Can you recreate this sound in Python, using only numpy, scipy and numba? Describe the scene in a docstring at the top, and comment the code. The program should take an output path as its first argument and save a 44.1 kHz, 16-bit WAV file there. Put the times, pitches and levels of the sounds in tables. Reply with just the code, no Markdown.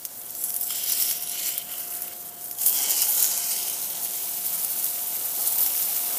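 """Vegetable fritters fry in shallow oil, heard by a small microphone from above the stove.
Crowds of damped-sine steam bubbles burst in flurries; steam vents under the fritters ring the pan.
Single drops spit and stir up the fizz, steam gurgles, a spatula taps and slides pitches;
frying flares when a wet side meets the oil. Behind it an extractor fan rushes (noise) and hums (sines)."""
import sys
import numpy as np
from scipy import signal
from scipy.fft import rfft, irfft
from scipy.io import wavfile
from scipy.ndimage import uniform_filter1d
from numba import njit

SR = 44100
rng = np.random.default_rng(int(sys.argv[2]) if len(sys.argv) > 2 else 0)


def decibels_to_gain(level_db):
    """Convert a level in decibels to a linear amplitude gain (20 dB per decade)."""
    exponent = np.asarray(level_db, float) / 20
    return 10 ** exponent


def file_out(sig):
    """Save sig as 16-bit WAV at sys.argv[1]."""
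    # one column per channel
    cols = np.atleast_2d(sig).T
    # limit, then scale
    lim = np.clip(cols, -1, 1)
    pcm = np.round(lim * 32767).astype(np.int16)
    wavfile.write(sys.argv[1], SR, pcm)


N = 272538
TIME = np.arange(N) / SR


def colour(x, points):
    """Shapes a spectrum by (frequency [Hz], gain [dB]) points, joined on a log frequency axis."""
    hz, db = np.transpose(points)
    f = np.arange(N // 2 + 1) * SR / N + 1
    gain = decibels_to_gain(np.interp(np.log(f), np.log(hz), db))
    return irfft(rfft(x) * gain, N)


def unit(x):
    """Scales to rms 1."""
    return x / np.sqrt(np.mean(x ** 2))


@njit
def svf(x, g, k):
    """State-variable band-pass whose centre may move, gain 1 at the centre."""
    y, b, l = np.empty(len(x)), 0., 0.
    for i in range(len(x)):
        v = (b + g[i] * (x[i] - l)) / (1 + g[i] * (g[i] + k))
        b, l, y[i] = 2 * v - b, l + 2 * g[i] * v, k * v
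    return y


def band(x, hz, width):
    """Two-pole resonance along a pitch track; its width follows the pitch in proportion."""
    return svf(x + 1e-18, np.tan(np.pi * hz / SR), width / np.mean(hz))


def walk(rate):
    """Random levels held 1 / rate s and slewed; spread 1."""
    hold = int(SR / rate)
    steps = rng.standard_normal(N)[np.arange(N) // hold]
    return unit(uniform_filter1d(steps, hold))


@njit
def ring(start, hz, cycles, size, n, sr):
    """Each burst is a damped sine that loses 8.7 dB over its count of cycles."""
    out = np.zeros(n)
    for k in range(len(start)):
        turn = np.exp(hz[k] / sr * (2j * np.pi - 1 / cycles[k]))
        z = size[k] + 0j
        for i in range(start[k], min(n, start[k] + int(6 * cycles[k] * sr / hz[k]))):
            z *= turn
            out[i] += z.imag
    return out


# Spectrum of the fan's air rush: (frequency [Hz], relative density [dB per Hz])
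FAN_RUSH = [(20, -31), (50, -7), (120, -0.5), (200, 2.5), (400, 1.5), (600, 4), (1000, -1), (1600, -4),
            (3000, -19.5), (16000, -7.5)]
# Fan hum, swelling in at first: (time [s], fourth multiple of the blade rate [Hz], swell [dB])
FAN_HUM = [(0, 705.6, -12), (.3, 705.6, 0), (1.5, 705.4, 3.5), (2.5, 705.2, 3.5), (3.2, 703.4, 3),
           (4.2, 704.5, 3.5), (6.18, 705.3, 4.5)]
# First four multiples of the blade rate: (level before the swell [dB], wavering [dB])
BLADE_TONES = [(-69.5, 3), (-66, 3), (-66, 3.5), (-52.5, 1.4)]


def fan():
    """Broad rush of air plus blade tones, multiples of one rate, that waver in level."""
    s, fourth_hz, swell_db = np.transpose(FAN_HUM)
    swell_db = np.interp(TIME, s, swell_db)
    rush_db = -46 + 0.14 * swell_db
    rush = decibels_to_gain(rush_db) * unit(colour(rng.standard_normal(N), FAN_RUSH))
    phase = 2 * np.pi * np.cumsum(np.interp(TIME, s, fourth_hz)) / SR / 4
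    hum = 0
    for k, (db, waver_db) in enumerate(BLADE_TONES):
        level = decibels_to_gain(db + swell_db + waver_db * walk(8))
        hum = hum + level * np.sqrt(2) * np.sin((k + 1) * phase)
    return rush + hum


def kitchen(x, t60=.025, wet_db=-12):
    """Close reflections off pan walls, hob and tiles: a noise tail decaying 60 dB in t60 s."""
    t = np.arange(SR // 5) / SR
    tail = rng.standard_normal(len(t)) * np.exp(-np.log(1000) * t / t60)
    tail *= t > .001  # direct sound leads by 1 ms
    return x + decibels_to_gain(wet_db) * signal.fftconvolve(x, tail)[:N] / np.sqrt(np.sum(tail ** 2))


# Resonances of pan and food: (unbent pitch [Hz], width of one filter pass [Hz], mean level [dB])
PAN_MODES = [(1450, 180, -12.5), (1954, 25, -4.5), (2220, 420, -12.5), (2550, 40, -5.5), (2795, 370, -13),
             (3147, 320, -1), (4100, 2300, -16.5), (5340, 210, -8.5)]
# The load of food and spatula bends the pan's pitches: (time [s], pitch factor [1])
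LOAD_BEND = [(0, 1.0), (.68, 1.01), (.95, .99), (1.2, .97), (1.3, .99), (1.5, .95), (1.57, .97), (1.7, .96),
             (1.9, .92), (2.15, .98), (2.7, 1.01), (3.0, .95), (3.18, .99), (3.4, .96), (3.6, 1.0),
             (3.78, .97), (3.95, 1.02), (6.18, 1.0)]


def pan(x):
    """Steep resonances of pan and food, bent by the load, each flickering and drifting alone."""
    flicker_db, drift = 2.2, .008
    out, bend = 0, np.interp(TIME, *np.transpose(LOAD_BEND))
    for k, (hz, width, db) in enumerate(PAN_MODES):
        own = walk(9)
        track = hz * bend * (1 + drift * own[::-1])
        mode = band(band(x, track, width), track, width)
        out = out + (-1) ** k * decibels_to_gain(db + flicker_db * own) * mode
    return out


# Air pockets between spatula, fritter and pan lift some pitches and cancel others, sliding as the
# spatula moves: (from [s], to [s], start pitch [Hz], end pitch [Hz], width [Hz], gain at centre [dB])
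AIR_POCKETS = [(0.353, 0.5, 11300, 11000, 1500, 9), (.36, 0.493, 7600, 7900, 600, 10),
               (.4, .53, 5700, 5750, 450, 5), (.42, 0.562, 4100, 4000, 600, -12),
               (0.506, 0.905, 10600, 11000, 700, 3.5), (0.63, .8, 7750, 7200, 450, 6.5),
               (.58, 1.0, 6900, 6400, 500, -8), (.6, 1.103, 5200, 5200, 400, 5),
               (.7, 0.904, 9500, 8360, 700, -17), (0.817, 0.933, 5960, 6040, 350, 5.5),
               (.9, 1.2, 8800, 8360, 800, -2), (.96, 1.067, 7800, 7800, 450, 5.5),
               (.98, 1.22, 6500, 6400, 450, -1), (1.02, 1.373, 5540, 5740, 450, 8),
               (1.028, 1.15, 10900, 11400, 600, 6.5), (1.12, 1.36, 3650, 4900, 497, -4),
               (1.23, 1.438, 11100, 11600, 1000, 6), (1.247, 1.34, 10000, 10200, 800, 10.5),
               (1.24, 1.54, 9300, 8750, 1000, -8), (1.27, 1.538, 7200, 7500, 600, 3),
               (1.3, 1.5, 4230, 4300, 380, 5), (1.34, 1.548, 2250, 2210, 250, 6),
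               (1.36, 1.523, 2900, 2750, 600, 1), (1.46, 1.75, 6540, 6200, 600, -7),
               (1.45, 2.1, 3780, 3750, 700, -4), (1.55, 1.612, 3450, 3330, 450, 5),
               (1.63, 1.9, 2490, 2450, 300, -2), (1.65, 1.74, 7150, 7150, 400, 3),
               (1.68, 1.855, 3100, 2950, 450, 0), (1.665, 2.154, 1450, 1500, 350, 10),
               (2.5, 3.067, 3850, 3600, 550, -8.5), (2.52, 2.68, 6840, 7000, 500, 4.5),
               (2.55, 2.777, 11500, 11300, 900, 2.5), (2.62, 2.78, 6060, 6200, 400, -14),
               (2.6, 3.05, 10300, 10500, 650, -7), (2.653, 3.04, 5500, 5140, 700, 2),
               (2.63, 3.9, 1780, 1740, 200, -4), (2.803, 3.083, 2800, 2700, 300, 1),
               (2.75, 2.92, 1600, 1550, 150, 5), (3.3, 3.55, 2490, 2400, 150, 3.5),
               (2.72, 2.903, 2090, 2220, 200, 5), (2.58, 2.787, 3150, 3250, 300, 5),
               (2.8, 3.447, 790, 894, 120, 2), (2.935, 3.453, 11600, 11300, 900, 6),
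               (3.05, 3.49, 1480, 1530, 180, 7), (3.11, 3.31, 6800, 6750, 500, 5.5),
               (3.12, 3.51, 10400, 10700, 650, -6), (3.105, 3.598, 2200, 2150, 170, 3.5),
               (3.154, 3.3, 4500, 4830, 450, -9), (3.1, 3.8, 14000, 14000, 2300, -0.5),
               (2.66, 3.047, 8700, 9300, 900, 1), (3.44, 3.56, 8700, 8700, 600, 1),
               (.86, 1.14, 4500, 4380, 700, 2), (3.32, 3.797, 6700, 6540, 500, 3),
               (3.35, 3.582, 3620, 3460, 500, -9), (3.4, 3.85, 8950, 9300, 700, 2.5),
               (3.447, 3.947, 7100, 7400, 500, -6), (3.49, 3.74, 4900, 5100, 450, 3.5),
               (3.558, 3.677, 3180, 3150, 400, -4), (3.677, 4.0, 4400, 5030, 450, -5),
               (3.78, 3.92, 8000, 8000, 400, 2), (4.502, 6.2, 1290, 1260, 180, 5),
               (5.1, 5.85, 830, 830, 100, 0.5), (5.35, 5.507, 4400, 4300, 700, 3.5),
               (5.57, 5.673, 14400, 14200, 1800, 5), (5.623, 6.0, 5460, 5600, 500, 3)]


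def pockets(x):
    """Each pocket is a sliding peak or dip that opens and closes within a few hundredths of a second."""
    fade_s = .03
    x = x.copy()
    for start, end, from_hz, to_hz, width, db in AIR_POCKETS:
        span = slice(int((start - fade_s) * SR), int((end + fade_s) * SR))
        corners = [start - fade_s, start + fade_s, end - fade_s, end + fade_s]
        share = np.interp(TIME[span], corners, [0, 1, 1, 0])
        track = np.interp(TIME[span], [start, end], [from_hz, to_hz])
        x[span] += share * (decibels_to_gain(db) - 1) * band(x[span], track, width)
    return x


# The spatula edge chatters briefly on the pan: (time [s], length [s], level of the first contact [dB])
SPATULA_TAPS = [(.7052, .004, -23), (1.1118, .003, -26)]
# What spatula and pan ring with: (pitch [Hz], level in the tap [dB], decay [cycles])
TAP_RINGS = [(1400, -10, 2), (2300, -5, 3), (3220, 0, 7), (4200, -6, 3), (5250, -1, 10), (7450, 0, 9)]


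def taps():
    """Five quick contacts per tap, each weaker and ringing the same short modes."""
    s, length, db = np.transpose(SPATULA_TAPS)[:, :, None, None]
    hz, mode_db, cycles = np.transpose(TAP_RINGS)
    late = np.arange(5)[:, None] / 5 + .1 * rng.random((len(SPATULA_TAPS), 5, 1))
    size = decibels_to_gain(db + mode_db - 4 * late)
    every_ring = np.zeros((len(SPATULA_TAPS), 5, len(hz)))
    columns = ((s + late * length) * SR, hz, cycles, size)
    start, hz, cycles, size = (np.ravel(c + every_ring) for c in columns)
    return ring(start.astype(np.int64), hz, cycles, size, N, SR)


# Steam gurgling out from under a turned fritter, pitch mostly rising:
# (time [s], start pitch [Hz], end pitch [Hz], length [s], level [dB; note peaks 6 dB above])
STEAM_GURGLES = [(2.82, 860, 880, 0.045, -49), (2.87, 597, 630, .05, -41), (2.9, 874, 910, 0.035, -52),
                 (2.93, 830, 810, 0.045, -41), (3.06, 808, 852, 0.067, -39), (3.16, 850, 876, 0.05, -41),
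                 (3.28, 800, 814, 0.046, -45), (3.37, 956, 1030, 0.058, -46), (5.37, 805, 810, 0.059, -41),
                 (5.45, 840, 900, .05, -54), (5.65, 780, 807, 0.057, -41), (5.87, 800, 824, .06, -43),
                 (6.1, 785, 795, 0.066, -46)]


def gurgles():
    """A steam pocket swells, sings a short sliding note and empties."""
    out = np.zeros(N)
    for s, from_hz, to_hz, length, db in STEAM_GURGLES:
        n, at = int(length * SR), int(s * SR)
        phase = 2 * np.pi * np.cumsum(np.linspace(from_hz, to_hz, n)) / SR
        out[at:at + n] += decibels_to_gain(db) * 2 * np.hanning(n) * np.sin(phase)
    return out


# Loud spits of water in the oil, levels before the gains in spits():
# (time [s], crack level [dB], tick level [dB], tick pitch [Hz], volley length before stretch [s])
LOUD_SPITS = [(.052, -16, -19, 6300, .0055), (.0619, -36, -32, 6300, .003), (.1749, -27, -38, 6000, .002),
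              (.2159, -27, -37, 6500, .0024), (.2637, -28, -40, 7000, .001), (.2971, -32, -32, 6500, .001),
              (.3069, -23, -36, 7400, .0017), (.351, -24, -29, 5900, .001), (.4398, -15, -23, 7600, .0012),
              (.4953, -22, -31, 6600, .0011), (.5046, -19, -24, 5900, .003), (.5426, -16, -28, 6700, .0016),
              (.5643, -13, -36, 6000, .0017), (.6117, -12, -34, 6400, .0043),
              (.6293, -18, -33, 5200, .0034), (.7059, -24, -30, 7400, .0045),
              (.8393, -17, -31, 6100, .0011), (.8613, -17, -33, 4500, .0012), (.8981, -17, -26, 3600, .001),
              (.9218, -9, -22, 5900, .0057), (1.0012, -13, -27, 4200, .001),
              (1.0239, -14, -19, 5400, .0021), (1.1015, -17, -30, 4600, .0026),
              (1.112, -17, -18, 6000, .0038), (1.2248, -17, -29, 5600, .0015),
              (1.2739, -21, -31, 4100, .0032), (1.2962, -20, -27, 5800, .0013),
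              (1.317, -19, -29, 6200, .0024), (1.3565, -26, -29, 2900, .002), (1.397, -24, -27, 3600, .002),
              (1.4891, -18, -24, 2900, .0014), (1.5794, -13, -25, 3400, .0056),
              (1.672, -30, -35, 3000, .001), (1.7165, -30, -31, 3100, .004), (1.8003, -22, -33, 5000, .001),
              (1.8215, -27, -35, 3000, .001), (1.9245, -24, -32, 2800, .001),
              (1.9508, -21, -34, 4000, .0028), (2.0208, -17, -30, 5600, .002), (2.08, -28, -33, 2800, .001),
              (2.411, -28, -36, 6000, .002), (2.4421, -24, -38, 6000, .003), (2.4595, -25, -37, 6500, .003),
              (2.5122, -18, -26, 5600, .002), (2.5505, -31, -39, 3800, .001), (2.587, -29, -35, 3400, .002),
              (2.6167, -20, -22, 6700, .0029), (2.6625, -6, -20, 6800, .005),
              (2.6958, -14, -23, 6500, .001), (2.7283, -13, -19, 6400, .001),
              (2.7887, -17, -18, 6500, .001), (2.8963, -15, -21, 6200, .001),
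              (2.9074, -10, -19, 7300, .0033), (3.0196, -8, -20, 6800, .002),
              (3.1471, -17, -28, 5200, .003), (3.2036, -12, -22, 6800, .001), (3.2263, -7, -20, 6800, .003),
              (3.2438, -16, -11, 6900, .0011), (3.2522, -12, -24, 6800, .001),
              (3.3156, -17, -20, 5000, .0013), (3.3771, -15, -19, 6300, .001),
              (3.5161, -22, -19, 6000, .001), (3.5633, -22, -21, 5500, .001),
              (3.6823, -17, -29, 4600, .0031), (3.6988, -17, -29, 6100, .0014),
              (3.818, -21, -30, 7500, .002), (3.844, -21, -29, 7000, .002), (3.902, -20, -34, 6500, .003),
              (3.972, -23, -27, 3800, .003), (4.073, -28, -32, 3400, .001), (4.0488, -17, -29, 6400, .003),
              (4.1088, -26, -27, 7400, .002), (4.1361, -26, -27, 7000, .001), (4.242, -22, -30, 6500, .002),
              (4.2578, -26, -28, 5600, .002), (4.2929, -22, -30, 6600, .003),
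              (4.4575, -18, -29, 6000, .0039), (4.5297, -19, -27, 6400, .0021),
              (4.5975, -22, -25, 6500, .001), (4.6477, -14, -26, 5800, .0015),
              (4.7985, -19, -28, 6800, .002), (4.8275, -18, -28, 6800, .001),
              (4.8435, -17, -24, 6800, .0018), (4.864, -24, -28, 3400, .002),
              (5.2576, -18, -35, 6200, .0034), (5.352, -24, -30, 3800, .003), (5.474, -11, -30, 5400, .004),
              (5.524, -16, -28, 7000, .002), (5.585, -14, -26, 4600, .004), (5.607, -14, -30, 6500, .002),
              (5.627, -14, -30, 6500, .002), (5.6631, -15, -19, 5700, .0014), (5.778, -16, -28, 6800, .002),
              (5.8245, -21, -24, 5400, .002), (5.9657, -17, -36, 4200, .003)]
# Small spits soften once the frying is even: (time [s], level change [dB])
SMALL_SPIT_CALM = [(3.4, 0), (4.0, -2)]


def all_spits():
    """The loud spits plus random small ones, louder where the oil fries harder, as columns."""
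    crack_over_fizz_db, tick_over_sputter_db, scatter_db = -0.5, -7, 4.5
    when, pitch, length = rng.random((260, 3)).T
    when = when * (N / SR - .02) + .005
    change_db = scatter_db * rng.standard_normal((2, len(when)))
    change_db += np.interp(when, *np.transpose(SMALL_SPIT_CALM))
    s, fizz_db, sputter_db, _ = np.transpose(FRYING_LEVELS)
    crack_db = np.interp(when, s, fizz_db) + crack_over_fizz_db + change_db[0]
    tick_db = np.interp(when, s, sputter_db) + tick_over_sputter_db + change_db[1]
    small = [when, crack_db, tick_db, 3800 * 2 ** pitch, .001 + .002 * length ** 2]
    return np.hstack([np.transpose(LOUD_SPITS), small])


def spits(drops, pan_db=-3):
    """A drop gives a low tick with a dull thud, and a high crack in a fading volley of tiny bursts."""
    s, crack_db, tick_db, tick_hz, length = drops
    count = len(s)
    at = (s * SR).astype(np.int64)
    crack_hz = np.clip(12500 * 2 ** (.22 * rng.standard_normal(count)), 10600, 14600)
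    tick_gain_db, thud_db, crack_gain_db = 7.5, -14, 3  # thud is relative to the tick
    tick = ring(at, tick_hz, np.full(count, 2.2), decibels_to_gain(tick_db + tick_gain_db), N, SR)
    thud_size = decibels_to_gain(tick_db + tick_gain_db + thud_db)
    tick += ring(at, .55 * tick_hz, np.full(count, 1.5), thud_size, N, SR)
    crack = ring(at, crack_hz, np.full(count, 3.2), decibels_to_gain(crack_db + crack_gain_db), N, SR)

    # 24 tiny bursts a drop, the first just ahead of the crack
    spray_db, fading_db, lead_s, stretch = -5.5, 8, .0007, 1.4
    late, pitch, low = np.moveaxis(rng.random((count, 24, 3)), 2, 0)
    start = ((s[:, None] - lead_s + stretch * late * length[:, None]) * SR).astype(np.int64)
    low = low < .4  # share of bursts pitched round 6.8 kHz and sized with the tick
    hz = np.where(low, 6800, crack_hz[:, None]) * 2 ** (.8 * (pitch - .55))
    hz = np.minimum(hz, .4 * SR)
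    size = decibels_to_gain(np.where(low, tick_db[:, None], crack_db[:, None]) + spray_db - fading_db * late)
    volley = ring(start.ravel(), hz.ravel(), np.full(start.size, 2.5), size.ravel(), N, SR)
    tiny = colour(crack + volley, [(1000, -30), (5000, 0), (16000, 0)])
    return tick + decibels_to_gain(pan_db) * pan(tick) + tiny


def bubbles(count, hz, octaves, cycles, spread_db, flurry_db, flurry, most_db=16):
    """A crowd of bursts: pitches scatter round the usual bubble size, levels scatter by spread_db."""
    when, length, big = rng.random((count, 3)).T
    start = (when * N).astype(np.int64)
    own_hz = np.clip(hz * 2 ** (octaves * rng.standard_normal(count)), 200, 17000)
    own_db = np.minimum(-spread_db * np.log(big), most_db)  # positive spread: a few much louder
    size = decibels_to_gain(own_db + flurry_db * flurry[start]) * np.sqrt(own_hz)
    return unit(ring(start, own_hz, cycles * (.5 + length), size, N, SR))


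# How hard the oil fries, before flurries and stirring:
# (time [s], fine fizz level [dB], sputter level [dB], level of vents ringing the pan [dB])
FRYING_LEVELS = [(0, -43, -47.5, -53), (.14, -44.5, -44.5, -52), (.19, -39, -52, -52),
                 (.33, -43, -43.5, -52), (.41, -36.5, -44, -48), (.66, -31.5, -40, -49),
                 (.702, -32, -38, -38), (.716, -31, -37, -34), (.77, -33.5, -31.5, -37.5),
                 (.83, -33.5, -35, -37), (.93, -30, -27.5, -34.5), (1.03, -26, -33.5, -34),
                 (1.13, -35, -35.5, -34), (1.21, -36, -41.5, -39), (1.34, -37, -36.5, -36.5),
                 (1.48, -32.5, -28, -35), (1.55, -38.5, -36, -37), (1.61, -39, -39, -36),
                 (1.635, -42, -43.5, -45), (1.73, -35.5, -40, -38.5), (1.92, -36, -42, -46),
                 (2.131, -38, -42.5, -45.5), (2.18, -40, -48, -52.5), (2.568, -40, -46.5, -51.5),
                 (2.62, -28.5, -32.5, -50), (2.67, -24.5, -32, -46), (2.76, -25.5, -27, -35.5),
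                 (2.87, -32, -24.5, -36.5), (3.02, -30.5, -24.5, -32), (3.1, -26.5, -30.5, -36.5),
                 (3.22, -28.5, -27, -39), (3.351, -35.5, -27.5, -45), (3.55, -32, -30.5, -36),
                 (4.0, -33.5, -35.5, -41.5), (4.65, -30.5, -37, -40), (5.33, -30, -36, -41),
                 (5.44, -28, -33.5, -40.5), (5.66, -27, -36, -35.5), (5.78, -26.5, -33.5, -37),
                 (6.18, -28.5, -35, -37)]
# Low seething of the oil: (time [s], level [dB])
SEETHE_LEVELS = [(0, -63), (.6, -47), (1.1, -58), (1.9, -50), (2.3, -66), (2.55, -48.5), (2.8, -35.5),
                 (3.2, -41), (3.5, -43), (4.0, -41.5), (4.35, -43.5), (4.9, -41.5), (5.33, -43.5),
                 (5.45, -40), (6.18, -39.5)]
# Steam trapped under a lifted or freshly turned fritter rings hollow: (time [s], power share [0-1])
HOLLOW_SHARE = [(0, .4), (.6, .4), (.7, .62), (1.2, .66), (1.35, .93), (1.9, .9), (2.2, .4), (2.6, .97),
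                (3.4, .95), (3.6, .75), (3.9, .3), (6.18, .22)]
# How clumpy the frying is: (time [s], share of full flurry depth [0-1])
CLUMPINESS = [(0, 0.45), (2.6, 0.87), (3.4, 0.23), (4.0, 0.38), (6.18, 0.1)]
# Strongest flurries of fine fizz: (centre time [s], length [s], level over the fizz [dB])
FIZZ_FLURRIES = [(.455, .02, 3), (.897, .008, 3), (.935, .02, 3), (1.02, .025, 4), (1.103, .015, 4),
                 (1.475, .03, 3), (2.675, .02, 3), (2.91, .02, 2.5), (3.02, .015, 5), (3.195, .02, 3),
                 (3.235, .02, 1.5), (3.315, .015, 3), (3.515, .03, 4), (4.05, .02, 5), (4.465, .015, 5),
                 (4.54, .025, 4), (4.6, .02, 3), (4.64, .02, 3), (4.72, .025, 4), (4.795, .015, 3),
                 (4.86, .035, 4), (5.41, .02, 2), (5.477, .02, 6.5), (5.53, .012, 3), (5.59, .015, 4.5),
                 (5.625, .025, 4.5), (5.665, .012, 3), (5.82, .03, 1.5), (5.968, .015, 3)]


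def frying(drops):
    """Bubble crowds in shared flurries; each spit stirs up the fizz; trapped steam rings the pan."""
    s, *columns = np.transpose(FRYING_LEVELS)
    fizz_db, sputter_db, vent_db = (np.interp(TIME, s, c) for c in columns)
    seethe_db = np.interp(TIME, *np.transpose(SEETHE_LEVELS))
    hollow = np.clip(np.interp(TIME, *np.transpose(HOLLOW_SHARE)), 0, 1)

    # power of the fizz stirred up by each spit: level under its crack, dying time
    stir_db, stir_s = -11, .004
    kicks = np.bincount((drops[0] * SR).astype(np.int64), decibels_to_gain(drops[1] + stir_db) ** 2, N)
    stirred = signal.lfilter([1], [1, -np.exp(-1 / (stir_s * SR))], kicks)

    shared = unit(.4 * walk(35) + walk(60) + .9 * walk(120))
    clumpy = np.interp(TIME, *np.transpose(CLUMPINESS))
    fine = clumpy * unit(shared + 0.36 * walk(56))
    coarse = clumpy * unit(shared + .5 * walk(49))
    flurry_db = sum(db * np.exp(-2 * ((TIME - s) / length) ** 2) for s, length, db in FIZZ_FLURRIES)
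    fizz_db = fizz_db + flurry_db
    sputter_db = sputter_db + .5 * flurry_db

    fizz = bubbles(count=60000, hz=13110, octaves=0.429, cycles=3.5,
                   spread_db=1.5, flurry_db=3.0, flurry=fine)
    sputter = bubbles(count=35000, hz=7150, octaves=0.37, cycles=1.78,
                      spread_db=2.0, flurry_db=1.5, flurry=coarse)
    clicks = bubbles(count=20000, hz=3600, octaves=0.48, cycles=0.91,
                     spread_db=2.5, flurry_db=0.3, flurry=coarse)
    vents = np.sqrt(hollow) * unit(pan(clicks)) + np.sqrt(1 - hollow) * clicks
    seethe = bubbles(count=20000, hz=599.3, octaves=0.683, cycles=14.0,
                     spread_db=2.0, flurry_db=3.0, flurry=walk(11))
    # closely pitched second crowd; its negative spread makes some bursts quieter
    seethe += decibels_to_gain(2.0) * bubbles(count=4000, hz=855.0, octaves=0.095, cycles=2.1,
                                 spread_db=-8.0, flurry_db=-0.8, flurry=walk(15), most_db=5)

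    out = np.sqrt(decibels_to_gain(fizz_db) ** 2 + stirred) * fizz
    out += decibels_to_gain(sputter_db) * sputter
    out += decibels_to_gain(vent_db) * vents
    return out + decibels_to_gain(seethe_db) * unit(seethe)


def scene():
    """Pan in its kitchen, fan behind; bursts this small radiate no bass."""
    drops = all_spits()
    oil = pockets(frying(drops) + gurgles())
    knocks = kitchen(spits(drops) + taps())
    stove = colour(oil + knocks, [(40, -41), (250, -6.0), (500, -5.5), (16000, -1.5)])
    return (stove + fan())[None]


def top_cut(x):
    """Nothing passes above the cut-off."""
    return signal.sosfilt(signal.butter(12, 16370, fs=SR, output="sos"), x)


def record(dry):
    """A small microphone above the stove, bright near the top and cut above it."""
    # both curves: (frequency [Hz], gain [dB])
    mic = [(20, -0.5), (1000, -4.5), (4000, -1.5), (9000, 2.0), (12000, 4.0), (14500, 8.0), (15300, 4.5)]
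    cut = [(15450, -2), (15600, -25), (16000, -55), (16400, -70)]
    mix = colour(dry[0], mic + cut)[None]
    return top_cut(mix)


dry = scene()
out = record(dry)
file_out(out)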